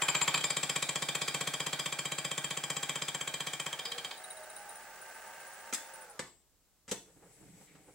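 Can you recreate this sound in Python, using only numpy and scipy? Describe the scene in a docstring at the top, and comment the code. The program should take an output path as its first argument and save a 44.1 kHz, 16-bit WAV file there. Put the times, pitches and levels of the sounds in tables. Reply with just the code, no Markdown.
"""First comes a rasp 15.5 times a second over gear whine: a mill's one-tipped boring head cutting a metal part.
It stands close by in a small workshop, heard through two close microphones. Each pass of the tip tears a chip,
thumps the table and rings frame, part and boring bar, which chatters early on; the part groans near the end.
Once clear, the tip only ticks as it grazes the part: a ping that springs up to pitch, over gear tones and noise.
Switches clack in short noise bursts, the spindle runs down, a lever is released and the quill rumbles up."""
import sys
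import numpy as np
from scipy import signal
from scipy.fft import rfft, irfft
from scipy.io import wavfile
from scipy.ndimage import uniform_filter1d, map_coordinates

SR = 44100
rng = np.random.default_rng(int(sys.argv[2]) if len(sys.argv) > 2 else 0)


def pcm_store(signal):
    """Save signal as 16-bit PCM."""
    levels = np.round(np.clip(np.atleast_2d(signal), -1, 1) * 32767)
    wavfile.write(sys.argv[1], SR, levels.astype(np.int16).T)


N = 350154
TIME = np.arange(N) / SR


def gain_of(db):
    """Decibels to gain."""
    return 10 ** (np.asarray(db) / 20)


def evened(x):
    """Scales to rms 1."""
    return x / np.sqrt(np.mean(x ** 2) + 1e-20)


def read(points, hz):
    """Reads a table on a log-frequency axis."""
    f, value = np.transpose(points)
    return np.interp(np.log(hz + 1), np.log(f + 1), value)


def add(mix, s, sound):
    """Mixes a sound in at time s, cut off at the end of the mix."""
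    part = mix[..., max(round(s * SR), 0):][..., :sound.shape[-1]]
    part += sound[..., :part.shape[-1]]


def wander(hz, size=32):
    """Slow random signal of rms about 1, moving at rates up to about hz."""
    coarse = TIME[::size]
    lowpass = np.exp(-(np.fft.rfftfreq(len(coarse), size / SR) / hz) ** 2)
    slow = irfft(rfft(rng.standard_normal(len(coarse))) * lowpass, len(coarse))
    return evened(np.interp(TIME, coarse, slow))


# likeness of the two microphones: (frequency [Hz], left-right correlation)
LIKENESS = [(30, 0.15), (130, 0.85), (640, 0.95), (1410, 0.89), (3100, 0.37), (6800, 0), (15000, 0)]


def paired(x):
    """Makes two unrelated signals alike in the bass, as at two close microphones."""
    a, b = rfft(x)
    same = np.clip(read(LIKENESS, np.fft.rfftfreq(x.shape[1], 1 / SR)), -1, 1)
    return irfft(np.array([a, same * a + np.sqrt(1 - same ** 2) * b]), x.shape[1])


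def noise(colour):
    """Diffuse stereo noise of rms 1 with the given spectrum."""
    white = paired(rng.standard_normal((2, N)))
    spectrum = gain_of(read(colour, np.fft.rfftfreq(N, 1 / SR)))
    return evened(irfft(rfft(white) * spectrum, N))


def tinted(x, colour, tilt_db=0, size=2048):
    """Causal minimum-phase filter of power gain 1, tilted by dB per octave."""
    hz = abs(np.fft.fftfreq(size, 1 / SR))
    log_gain = np.log(gain_of(read(colour, hz) + tilt_db * np.log2(hz + 20)) + 1e-6)
    taps = np.fft.ifft(np.exp(signal.hilbert(log_gain).conj())).real
    return signal.oaconvolve(x, taps / np.linalg.norm(taps))[:len(x)]


def ringing(x, modes):
    """A sum of damped modes (Hz, width Hz, dB); each one's dB is its power gain for a rough force."""
    t = TIME[:SR // 4]
    taps = np.zeros(len(t))
    for k, (hz, width, db) in enumerate(modes):
        size = gain_of(db) * np.sqrt(4 * np.pi * width / SR)
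        taps += size * np.exp(-np.pi * width * t) * np.sin(2 * np.pi * hz * t + k * np.pi / 2)
    return signal.oaconvolve(x, taps)[:len(x)]


def swell(t, peak_s):
    """Rises smoothly to 1 at peak_s and dies away."""
    return (t / peak_s * np.exp(1 - t / peak_s)) ** 2


def high_passed(x, hz, order=2):
    """Takes out the bass: slow motion radiates no sound."""
    return signal.sosfilt(signal.butter(order, hz, "high", fs=SR, output="sos"), x)


def smoothed(taps, width_hz=110):
    """Evens out the broad peaks and dips of a scattered response."""
    size = 2 * taps.shape[-1]
    bins = rfft(taps, size)
    power = np.atleast_2d(abs(bins) ** 2).mean(0)
    power = uniform_filter1d(power, max(int(width_hz * size / SR), 1))
    return irfft(bins / np.sqrt(abs(power) + 1e-12), size)[..., :size // 2]


# reverberation of the workshop: (frequency [Hz], time to fall 60 dB [s])
ROOM_T60 = [(150, 0.38), (400, 0.5), (1040, 0.21), (2760, 0.35), (7280, 0.35), (15000, 0.35)]


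def workshop(x, near_db, wet_db, near_s=0.0082):
    """Direct sound, quick reflections off the machine and the tail of the room, at two microphones."""
    t = TIME[:SR // 2]
    near, far = (paired(rng.standard_normal((2, len(t)))) for _ in range(2))
    near *= np.exp(-t / near_s) * (t > .0006)
    # the tail dies at its own rate in each frequency band
    hz, frame_s, bands = signal.stft(far, SR, nperseg=256)
    decay = gain_of(-60 * frame_s / read(ROOM_T60, hz)[:, None])
    far = signal.istft(bands * decay, SR, nperseg=256)[1][:, :len(t)]
    far = smoothed(far, width_hz=72) * np.minimum(t / 0.0061, 1)
    taps = gain_of(near_db) * near / np.linalg.norm(near[0])
    taps += gain_of(wet_db) * far / np.linalg.norm(far[0])
    taps[:, 0] += 1  # direct sound
    taps = smoothed(taps)
    return signal.oaconvolve(x[None], taps / np.linalg.norm(taps[0]), axes=1)[:, :N]


def gliding(curve, rough, jitter_hz):
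    """One unsteady note that follows a curve of pitch and level."""
    s, hz, db = np.transpose(curve)
    turns = np.cumsum(np.interp(TIME, s, hz) + jitter_hz * wander(60)) / SR
    level = gain_of(np.interp(TIME, s, db)) * (TIME >= s[0]) * (TIME <= s[-1])
    return level * (1 + rough * wander(28)) * np.sqrt(2) * np.sin(2 * np.pi * turns)


# still air of the shop: (frequency [Hz], spectrum level [dB per Hz])
SHOP = [(18, -32), (34, -1), (92, -12), (289, -17), (2270, -27.5), (7730, -23.5), (11700, -28.5),
        (15500, -25)]


def still_air(level_db=-71):
    """The quiet shop around the machine: steady diffuse noise."""
    return gain_of(level_db) * noise(SHOP)


# spindle drive: (time [s], pitch of the gears [share of full], level [dB])
DRIVE = [(0, 0.98, -41), (.5, 0.96, -47.5), (3.9, 1, -48.5), (4.3, 0.99, -49), (4.9, 0.96, -49),
         (5.3, 0.99, -48), (5.85, .98, -48.5), (6.03, 0.95, -51), (6.15, 0.8, -55.5), (6.28, 0.63, -56.5),
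         (6.499, 0.27, -108)]
# rolling noise of the gears at full speed: (frequency [Hz], spectrum level [dB per Hz])
GEAR_NOISE = [(59, -50.5), (100, -23.5), (188, -14.5), (290, -19), (400, -9.5), (600, -7.5), (840, -4),
              (1070, -11), (1250, -2.5), (1400, -8), (1630, 0), (1950, -7.5), (2130, -5.5), (2330, -12),
              (2780, -10.5), (3460, -17.5), (9000, -14), (11900, -25), (15000, -20)]
# gear and motor tones: (frequency at full speed [Hz], level before its swell [dB re drive], swell time [s])
GEAR_TONES = [(551, -18, 6.03), (636.6, -15, 4.43), (765, -20, 3.98), (750.5, -17.5, 4.25),
              (847, -16, 4.65), (815, -21, 2.8), (1580, -17.5, 5.06), (1642, -18.5, 5.44),
              (1662, -22, 4.76)]


def gears(noise_db=-3, tones_db=0, flutter=0.00591, rough=0.41, rattle_db=1.0,
          swell_db=10.5, swell_s=0.17, drift=0.006):
    """Wavering gear tones swell in turn over rolling noise; all of it sinks in pitch as the spindle slows."""
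    s, speed, db = np.transpose(DRIVE)
    pace = np.interp(TIME, s, speed)
    travel = np.cumsum(pace * (1 + flutter * wander(6.6))) / SR
    tones = np.zeros(N)
    for hz, tone_db, peak_s in GEAR_TONES:
        bulge_db = swell_db * np.exp(-((TIME - peak_s) / swell_s) ** 2)
        size = gain_of(tone_db + bulge_db) * (1 + rough * wander(29))
        slip = drift * np.cumsum(wander(3.018)) / SR
        tones += size * np.sin(2 * np.pi * hz * (travel + slip) + 0.54 * wander(13.0))
    # the noise is read more slowly as the gears slow
    place = np.cumsum(pace)
    rolling = np.array([map_coordinates(side, [place], order=3, mode="wrap") for side in noise(GEAR_NOISE)])
    rolling *= gain_of(noise_db + rattle_db * wander(150))
    return gain_of(np.interp(TIME, s, db)) * (rolling + gain_of(tones_db) * tones)


# loudest gear tone: (time [s], pitch [Hz], level [dB])
WHINE = [(0, 904, -81), (5.15, 889, -61), (5.35, 902, -60), (5.92, 903, -61), (6.06, 860.5, -53.5),
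         (6.15, 810, -66), (6.3, 646, -96)]


def whine():
    """The loudest gear tone swells as the spindle runs free and falls in pitch as it brakes."""
    return gliding(WHINE, rough=0.45, jitter_hz=16.4)


# whistles of the motor control: (start [s], end [s], pitch [Hz], level at start [dB], fading [dB per s])
WHISTLES = [(0, 6.06, 15531, -70, 0), (0, 6.06, 15655, -68, 0), (6.22, 6.45, 7660, -62, 85),
            (6.22, 6.45, 8260, -72, 55)]


def whistles(fade_s=.04):
    """The motor control sings thinly while it drives, and dies away as it brakes."""
    out = np.zeros(N)
    for start, end, hz, db, fading_db in WHISTLES:
        gate = np.clip(np.minimum(TIME - start, end - TIME) / fade_s, 0, 1)
        level = gain_of(db - fading_db * np.clip(TIME - start, 0, end - start))
        out += gate * level * np.sqrt(2) * np.sin(2 * np.pi * hz * TIME + .5 * wander(20))
    return out


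# spindle, wavering a little in speed and braking at the end: (time [s], speed [turns per s])
SPINDLE = [(0, 15.37), (0.48, 15.74), (0.8, 15.51), (0.9, 14.85), (1.0, 15.44), (1.7, 15.64), (1.8, 15.41),
           (2.58, 15.44), (3.05, 15.9), (3.15, 15.56), (3.68, 15.37), (3.81, 15.97), (4.05, 15.45),
           (5.24, 15.49), (5.85, 14.93), (6.0, 12.73), (6.1, 11.02)]
# two stretches of passes, the first heavy and short; the beat jumps between them: (first pass [s], end [s])
RUNS = [(0.018, 0.37), (0.4385, 6.13)]
CLEAR_S = 4.14  # from here the tip is clear of the cut


def passes():
    """The times at which the tip meets the part: once in every turn of the spindle within a stretch."""
    turns = np.cumsum(np.interp(TIME, *np.transpose(SPINDLE))) / SR
    whole_turns = [np.arange(*np.interp(run, TIME, turns)) for run in RUNS]
    return np.interp(np.concatenate(whole_turns), turns, TIME)


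# force of the cut, before trims: (time [s], rasp level [dB], squeal level of the boring bar [dB])
LOAD = [(0, -29, -28), (.34, -28.5, -33.5), (.5, -28.5, -29), (1.2, -29.5, -33), (2.2, -31.5, -34.5),
        (2.751, -32, -32), (3.45, -33, -35.5), (3.66, -33.5, -38), (3.78, -36.5, -45), (4.05, -36.5, -45),
        (4.111, -45, -50)]
# flung chips that strike the machine, before trims: (time [s], rasp level [dB], tool squeal level [dB])
CHIPS = [(0.374, -34.5, -34.5), (0.407, -39, -39)]


def cuts(rasp_scatter_db=0.66, squeal_scatter_db=0.3):
    """Rows (s, rasp dB, squeal dB): each pass follows the load with a little chance; then the chips."""
    at = passes()
    at = at[at < CLEAR_S]
    s, rasp_db, squeal_db = np.transpose(LOAD)
    chance = rng.standard_normal((len(at), 2))
    rasp = np.interp(at, s, rasp_db) + rasp_scatter_db * chance[:, 0]
    squeal = np.interp(at, s, squeal_db) + squeal_scatter_db * chance[:, 1]
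    return list(zip(at, rasp, squeal)) + CHIPS


# the bite as the tip works out of the part, before trims:
# (time [s], shove level [dB re rasp], crunch level [dB re rasp], scrape level [dB re rasp])
BITE = [(0, -10.5, -4, -13), (.36, -10.5, -4, -6), (.44, -13, -20, -7), (2.6, -11, -22.5, -11),
        (3.6, -12.5, -14.5, -13), (3.73, -14, -7.5, -26), (3.8, -19, -18, -1.5), (4.05, -18, -24, -4),
        (4.119, -32, -2, 4)]
# scrapes of the breaking chip: (mean frequency [Hz], width [Hz], mean level [dB])
SCRAPE_MODES = [(3574, 78, -1.5), (3857, 162, 0), (4410, 240, -1), (4830, 120, -1), (4950, 75, -4)]


def scraping(blows, grain_s=0.0016, gap_s=.0026, uneven_db=2.5, detune=0.015):
    """The chip breaks away in two quick scrapes, whose strength and colour change with every pass."""
    t, out = TIME[:SR // 16], np.zeros(N)
    bite_s, _, _, scrape_db = np.transpose(BITE)
    for s, level_db, _ in blows:
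        for start in s, s + gap_s * (1 + rng.random()):
            shift, size = rng.standard_normal((2, len(SCRAPE_MODES)))
            modes = [(hz * (1 + detune * a), width, db + uneven_db * b)
                     for (hz, width, db), a, b in zip(SCRAPE_MODES, shift, size)]
            scrape = ringing(swell(t, grain_s) * rng.standard_normal(len(t)), modes)
            add(out, start - .001, gain_of(level_db + np.interp(s, bite_s, scrape_db)) * scrape)
    return out


# tearing metal: (frequency [Hz], spectrum level [dB per Hz])
RASP = [(60, -55), (130, -15.5), (250, -1.5), (420, -1.5), (600, -2.5), (900, -4.5), (1400, -3.5),
        (1800, -2), (2100, -7.5), (2600, 0.5), (2950, -11.5), (3300, 3.5), (3700, -6.5), (5400, -11),
        (6500, -6), (7900, -6.5), (10500, -12), (13000, -19), (15500, -25)]
# crunch of the bite: (frequency [Hz], width [Hz], level [dB])
CRUNCH_MODES = [(412, 20, -10.5), (960, 110, 1), (1043, 150, -2.5), (1537, 100, -2), (2472, 194, 5.5),
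                (3070, 200, 3.5), (3730, 167, -1)]
# the close walls throw each blow back: (delay [s], level [dB])
WALLS = [(0.0144, -21.5), (0.028, -19)]


def tearing(blows, contact_s=0.0027, rasp_db=0.5, rub_db=-8, rub_s=0.0034, grain_db=2.0):
    """The tip rubs unevenly as it tears a chip: each knock keeps its body and takes a new fine grain."""
    t, force = TIME[:SR // 16], np.zeros(N)
    contact = swell(t, contact_s)
    body = smoothed(contact * rng.standard_normal(len(t)), width_hz=20)
    knock = rfft(body) * np.linalg.norm(contact)
    # share of power that repeats at every pass, falling towards the treble
    alike = .1 + .87 / (1 + (np.fft.rfftfreq(len(t), 1 / SR) / 3800) ** 3)
    for s, level_db, _ in blows:
        fresh, grain, slips = rng.standard_normal((3, len(t)))
        grain_gain = gain_of(grain_db * evened(uniform_filter1d(grain, 30)))
        fresh = contact * evened(fresh * grain_gain)
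        tear = irfft(np.sqrt(alike) * knock + np.sqrt(1 - alike) * rfft(fresh), len(t))
        slip_gain = gain_of(grain_db * evened(uniform_filter1d(slips, 90)))
        rub = evened(high_passed(rng.standard_normal(len(t)), 1200) * slip_gain)
        add(force, s - .004, gain_of(level_db + rub_db) * swell(t, rub_s) * rub)
        add(force, s + 0.0003, gain_of(level_db) * tear)
    s, _, crunch_db, _ = np.transpose(BITE)
    crunch = ringing(force * gain_of(np.interp(TIME, s, crunch_db)), CRUNCH_MODES)
    rasp = high_passed(gain_of(rasp_db) * tinted(force, RASP) + crunch + scraping(blows), 170)
    heard = rasp.copy()
    for delay_s, db in WALLS:
        add(heard, delay_s, gain_of(db) * rasp)
    return workshop(heard, near_db=0.5, wet_db=-1.5, near_s=0.0039)


def struck(modes, t, rise_s, rough=0, uneven_db=0.7, apart_hz=6000):
    """One blow on modes (Hz, dB, t60 s): highs vary most from blow to blow and from left to right."""
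    hz, db, t60 = np.transpose(modes)[:, :, None]
    size, phase, apart = rng.standard_normal((3, len(modes), 1))
    height = gain_of(db + uneven_db * size) * np.exp(1j * phase * (hz / 2400) ** 2)
    # the rubbing tip roughens each mode in strength and phase
    a, b = evened(uniform_filter1d(rng.standard_normal((2, len(t))), size=110))
    waves = height * np.exp((2j * np.pi * hz - np.log(1000) / t60) * t) * (1 + rough * (a + 1j * b))
    turn = np.exp(.5j * apart * hz / apart_hz)
    sides = np.array([(waves * turn).real.sum(0), (waves / turn).real.sum(0)])
    return sides * (1 - np.exp(-(t / rise_s) ** 2))


# column, head and clamp: (frequency [Hz], mean level [dB re rasp], time to fall 60 dB [s])
FRAME_MODES = [(452.5, -22.5, 0.11), (748, -16, 0.1), (1103, -14.5, 0.1), (1608, -21.5, 0.2),
               (1933, -19.5, 0.22), (2289, -14, .15), (2335, -12, .06), (2371, -10.5, .165),
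               (6100, -12.5, 0.062)]
# boring bar: (frequency [Hz], mean level before trim [dB re squeal], time to fall 60 dB [s])
TOOL_MODES = [(7350, -4, .075), (7590, -1.5, .05), (7830, -8.5, .055)]
# clamped part: (frequency [Hz], mean level before trim [dB], time to fall 60 dB [s])
PART_MODES = [(3166, -5, .115), (3290, -7, .04)]
# shoved table: (frequency [Hz], level before trim [dB], delay [s], time from start to peak [s])
TABLE_MODES = [(162.5, -0.5, 0.004, 0.0072), (145, -11.5, 0.003, 0.021), (289.6, -11, 0.0023, .017),
               (495, -3.5, 0.00739, .0022)]


def shaking(blows, frame_db=0, squeal_db=1, shove_db=1, shove_scatter_db=1, part_db=8, part_top_db=-30,
            lowest_hz=105, frame_rise_s=0.0012, squeal_lag_s=0.0028, squeal_rise_s=0.00086,
            part_rise_s=0.0013):
    """Each pass rings frame and boring bar and shoves the table; the part's ring is capped in level."""
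    t = TIME[:SR // 5]
    bite_s, heavy_db, _, _ = np.transpose(BITE)
    thump = np.zeros(len(t))
    for hz, db, delay_s, peak_s in TABLE_MODES:
        push = swell(np.maximum(t - delay_s, 0), peak_s)
        thump += gain_of(db) * push * np.sin(2 * np.pi * hz * (t - delay_s))
    thump = high_passed(thump, lowest_hz)
    metal, table = np.zeros((2, N)), np.zeros(N)
    for s, level_db, tool_db in blows:
        frame = gain_of(level_db + frame_db) * struck(FRAME_MODES, t, frame_rise_s)
        part_level = gain_of(min(level_db + part_db, part_top_db))
        part = part_level * struck(PART_MODES, t, part_rise_s, rough=0.2)
        bar = gain_of(tool_db + squeal_db) * struck(TOOL_MODES, t, squeal_rise_s)
        add(metal, s + 0.002008, frame + part)
        add(metal, s + squeal_lag_s, bar)
        push_db = level_db + shove_db + np.interp(s, bite_s, heavy_db)
        push_db += shove_scatter_db * rng.standard_normal()
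        add(table, s - .002, gain_of(push_db) * thump)
    return metal + table + gain_of(-11) * workshop(metal[0], near_db=-8, wet_db=15)


# chatter of the boring bar after the deepest bites: (time at its loudest [s], level before the room [dB])
CHATTER = [(0.036, -29.5), (.101, -29.5), (.169, -30.5), (.227, -24.5), (.289, -31), (.357, -31.5),
           (.452, -29.5)]


def chatter(hz=7355, half_length_s=0.0082):
    """Under a deep bite the boring bar keeps itself shaking: a short squeal that swells and dies."""
    level = sum(gain_of(db) * np.exp(-((TIME - s) / half_length_s) ** 2) for s, db in CHATTER)
    squeal = level * np.sin(2 * np.pi * hz * TIME + .5 * wander(60))
    return workshop(squeal, near_db=-11.5, wet_db=-10.5)


# groan of the part: (time [s], pitch [Hz], level [dB])
GROAN = [(3.7, 473, -70), (3.86, 474, -59), (3.97, 484, -54.5), (4.11, 460, -69)]


def groan():
    """The part groans as the bite turns shallow: one low, rough note."""
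    return gliding(GROAN, rough=0.71, jitter_hz=4.9)


# firmness with which the tip grazes the finished face, before scatter and trims: (time [s], level [dB])
GRAZE = [(4.17, -44), (4.37, -39), (4.44, -45.5), (4.56, -38), (4.63, -57), (4.7, -35.5), (4.76, -41),
         (4.92, -62), (5.03, -44), (5.3, -52.5), (5.5, -45), (5.8, -56), (5.98, -40), (6.1, -49)]
# pitch to which the tip's ping settles: (time [s], pitch [Hz])
PING = [(4.2, 9300), (5, 9630)]
# the tip's brief rub: (frequency [Hz], width [Hz], level [dB])
TIP_HISS = [(13000, 5000, -34), (9560, 260, -2)]


def grazing(touch_s=0.0012, ping_db=-1, ping_s=0.0055, flat_hz=260, settle_s=0.0053,
            linger_db=-11, linger_s=0.051, rub_db=-1, part_hz=3880, part_db=-3.5, part_s=0.012,
            leave_s=0.36, scatter_db=2):
    """Clear of the cut, the tip just touches once a turn: its ping starts flat, springs up and lingers."""
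    t, at = TIME[:SR // 5], passes()
    pings, rub = np.zeros((2, N))
    attack = 1 - np.exp(-(t / touch_s) ** 2)
    for s in at[at > CLEAR_S]:
        db = np.interp(s, *np.transpose(GRAZE)) + scatter_db * rng.standard_normal()
        hz = np.interp(s, *np.transpose(PING)) - flat_hz * np.exp(-t / settle_s)
        decay = np.exp(-t / ping_s) + gain_of(linger_db) * np.exp(-t / linger_s)
        tip = decay * np.sin(2 * np.pi * np.cumsum(hz) / SR)
        # the part's own ring weakens from pass to pass
        part = np.exp(-t / part_s - (s - CLEAR_S) / leave_s) * np.sin(2 * np.pi * part_hz * t)
        add(pings, s, attack * (gain_of(db + ping_db) * tip + gain_of(db + part_db) * part))
        add(rub, s, gain_of(db + rub_db) * swell(t, touch_s) * rng.choice([-1, 1], len(t)))
    return workshop(pings + ringing(rub, TIP_HISS), near_db=4, wet_db=-13.0)


# switches, lever and knocks of the quill, levels before trims: (time [s], clack level [dB], thud level [dB],
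# brightness [dB per octave], decay time [s], ring pitch [Hz], ring level [dB re clack])
CLACKS = [(5.7263, -33.5, -73, 2, 0.0048, 614, -9), (5.735, -29.5, -71, 10, 0.0036, 1826, -1),
          (5.7455, -31, -73, 8, 0.003, 1960, -22), (6.193, -32, -49.5, 2, 0.0024, 1144, -8),
          (6.1968, -34.5, -66, 2.5, 0.0014, 510, -5.5), (6.226, -63, -59, 4, 0.0028, 500, -10),
          (6.879, -50, -61, 2, 0.016, 500, -18), (6.891, -47.5, -62, 6.5, 0.0092, 500, -11),
          (6.913, -31.5, -46.5, 7.5, 0.0072, 470, 5), (6.918, -38, -78, -3.5, 0.0073, 503, -14),
          (7.751, -56.5, -61, -2, 0.0089, 370, -6)]
# colour of a clack before its brightness: (frequency [Hz], spectrum level [dB per Hz])
CLACK_COLOUR = [(88, -45), (150, 0), (468, 3.5), (918, -0.5), (1350, -2), (1730, 0), (2180, -4),
                (4540, -11), (7640, -10), (11500, -29.5), (15000, -38)]


def clacks(thud_hz=140, thud_s=0.0018, ring_width_hz=65, ringing_db=3):
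    """Each blow is a short crunch of contacts, with a brief ring and a dull thud from the housing."""
    t, out = TIME[:SR // 8], np.zeros(N)
    for s, db, thud_db, tilt_db, length_s, ring_hz, ring_db in CLACKS:
        decay = np.exp(-t / length_s)
        crunch = tinted(rng.standard_normal(len(t)) * decay, CLACK_COLOUR, tilt_db)
        ring = np.exp(-np.pi * ring_width_hz * t) * (1 - decay) * np.sin(2 * np.pi * ring_hz * t)
        thud = swell(t, thud_s) * np.sin(2 * np.pi * thud_hz * t)
        add(out, s, gain_of(db + 5.5) * crunch)
        add(out, s, gain_of(db + ring_db + ringing_db) * ring)
        add(out, s, gain_of(thud_db + 14.5) * thud)
    return workshop(high_passed(out, 123), near_db=3.5, wet_db=-1.5)


# rising quill, before fade-in, lumps and trim: (time [s], rumble level [dB], scrape level [dB],
# rustle level [dB], whining hiss level [dB])
QUILL = [(7.05, -68, -63, -88, -63), (7.19, -65, -72, -83, -69), (7.245, -65, -58.5, -83, -67.5),
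         (7.33, -71, -69, -76, -64), (7.52, -59.5, -71, -72.5, -64.5), (7.62, -65, -66, -74, -60.5),
         (7.665, -72, -73, -77, -62), (7.68, -70, -76, -65, -66), (7.79, -64, -68, -73.5, -67.5),
         (7.94, -66, -61.5, -75, -67)]
# rumble of the rack: (frequency [Hz], spectrum level [dB per Hz])
QUILL_RUMBLE = [(29, -25), (60, -14.5), (110, -7), (185, 1.5), (238, -16), (306, -0.5), (380, -22),
                (800, -36), (4000, -80)]
# hollow scrape: (frequency [Hz], spectrum level [dB per Hz])
QUILL_SCRAPE = [(150, -28), (290, -19), (375, -2), (440, 0), (520, -2), (640, -10.5), (790, -6),
                (1030, -15.5), (1640, -14.5), (3000, -24), (8000, -58)]
# dry rustle: (frequency [Hz], spectrum level [dB per Hz])
QUILL_RUSTLE = [(300, -34), (1400, -9), (2150, 6), (2800, -4), (4000, -7.5), (8000, -33)]
# hiss with two narrow whining bands, probably of the motor that raises the quill:
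# (frequency [Hz], width [Hz], relative level [dB])
HISS_MODES = [(7600, 160, 1), (8100, 260, -2.5), (8120, 3300, 6)]


def quill(start_s=6.96, lumps_db=3):
    """The quill rises on its rack: rumble, hollow scrape, dry rustle and a hiss with narrow whining bands."""
    s, *levels = np.transpose(QUILL)
    hiss = np.array([ringing(side, HISS_MODES) for side in rng.standard_normal((2, N))])
    hiss = evened(hiss) * gain_of(-1.5)
    lumps = gain_of(lumps_db * wander(29))
    layers = noise(QUILL_RUMBLE) * lumps, noise(QUILL_SCRAPE) * lumps, noise(QUILL_RUSTLE), hiss
    rising = sum(layer * gain_of(np.interp(TIME, s, db)) for layer, db in zip(layers, levels))
    return rising * np.clip((TIME - start_s) / 0.22, 0, 1)


# thin whine, probably of the motor that raises the quill: (time [s], pitch [Hz], level [dB])
THIN_WHINE = [(7.05, 8950, -88), (7.28, 9120, -72.5), (7.5, 9300, -82), (7.65, 9130, -96), (7.8, 9300, -82),
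              (7.94, 9360, -75)]


def thin_whine():
    """A thin, unsteady whine near 9 kHz, probably of the motor that raises the quill."""
    return gliding(THIN_WHINE, rough=0.68, jitter_hz=24.8)


def scene():
    """The machine in the quiet shop."""
    running = gears() + whine() + whistles()
    blows = cuts()
    cutting = tearing(blows) + shaking(blows) + chatter() + groan() + grazing()
    handling = clacks() + quill() + thin_whine()
    return still_air() + running + cutting + handling


# colouring by the two microphone ports: (frequency [Hz], left minus right level [dB])
LEFT_BIAS = [(60, -1), (200, -2), (1300, -2), (2400, -1), (4800, -1.5), (6500, -2), (7600, 12.5), (9500, 0),
             (11500, 2.5), (15500, -3.5)]


def record(dry, lead_s=.000015, edge_hz=15950):
    """Two microphone ports colour the sides differently, the left one nearer; then the band limit."""
    hz = np.fft.rfftfreq(N, 1 / SR)
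    # half the bias and lead on the left, the opposite half on the right
    left = gain_of(read(LEFT_BIAS, hz) / 2) * np.exp(1j * np.pi * hz * lead_s)
    ported = irfft(rfft(dry) * np.array([left, 1 / left]), N)
    lowpass = signal.firwin(511, edge_hz, window=("kaiser", 9), fs=SR)
    return signal.oaconvolve(ported, lowpass[None], "same")


dry = scene()
out = record(dry)
pcm_store(out)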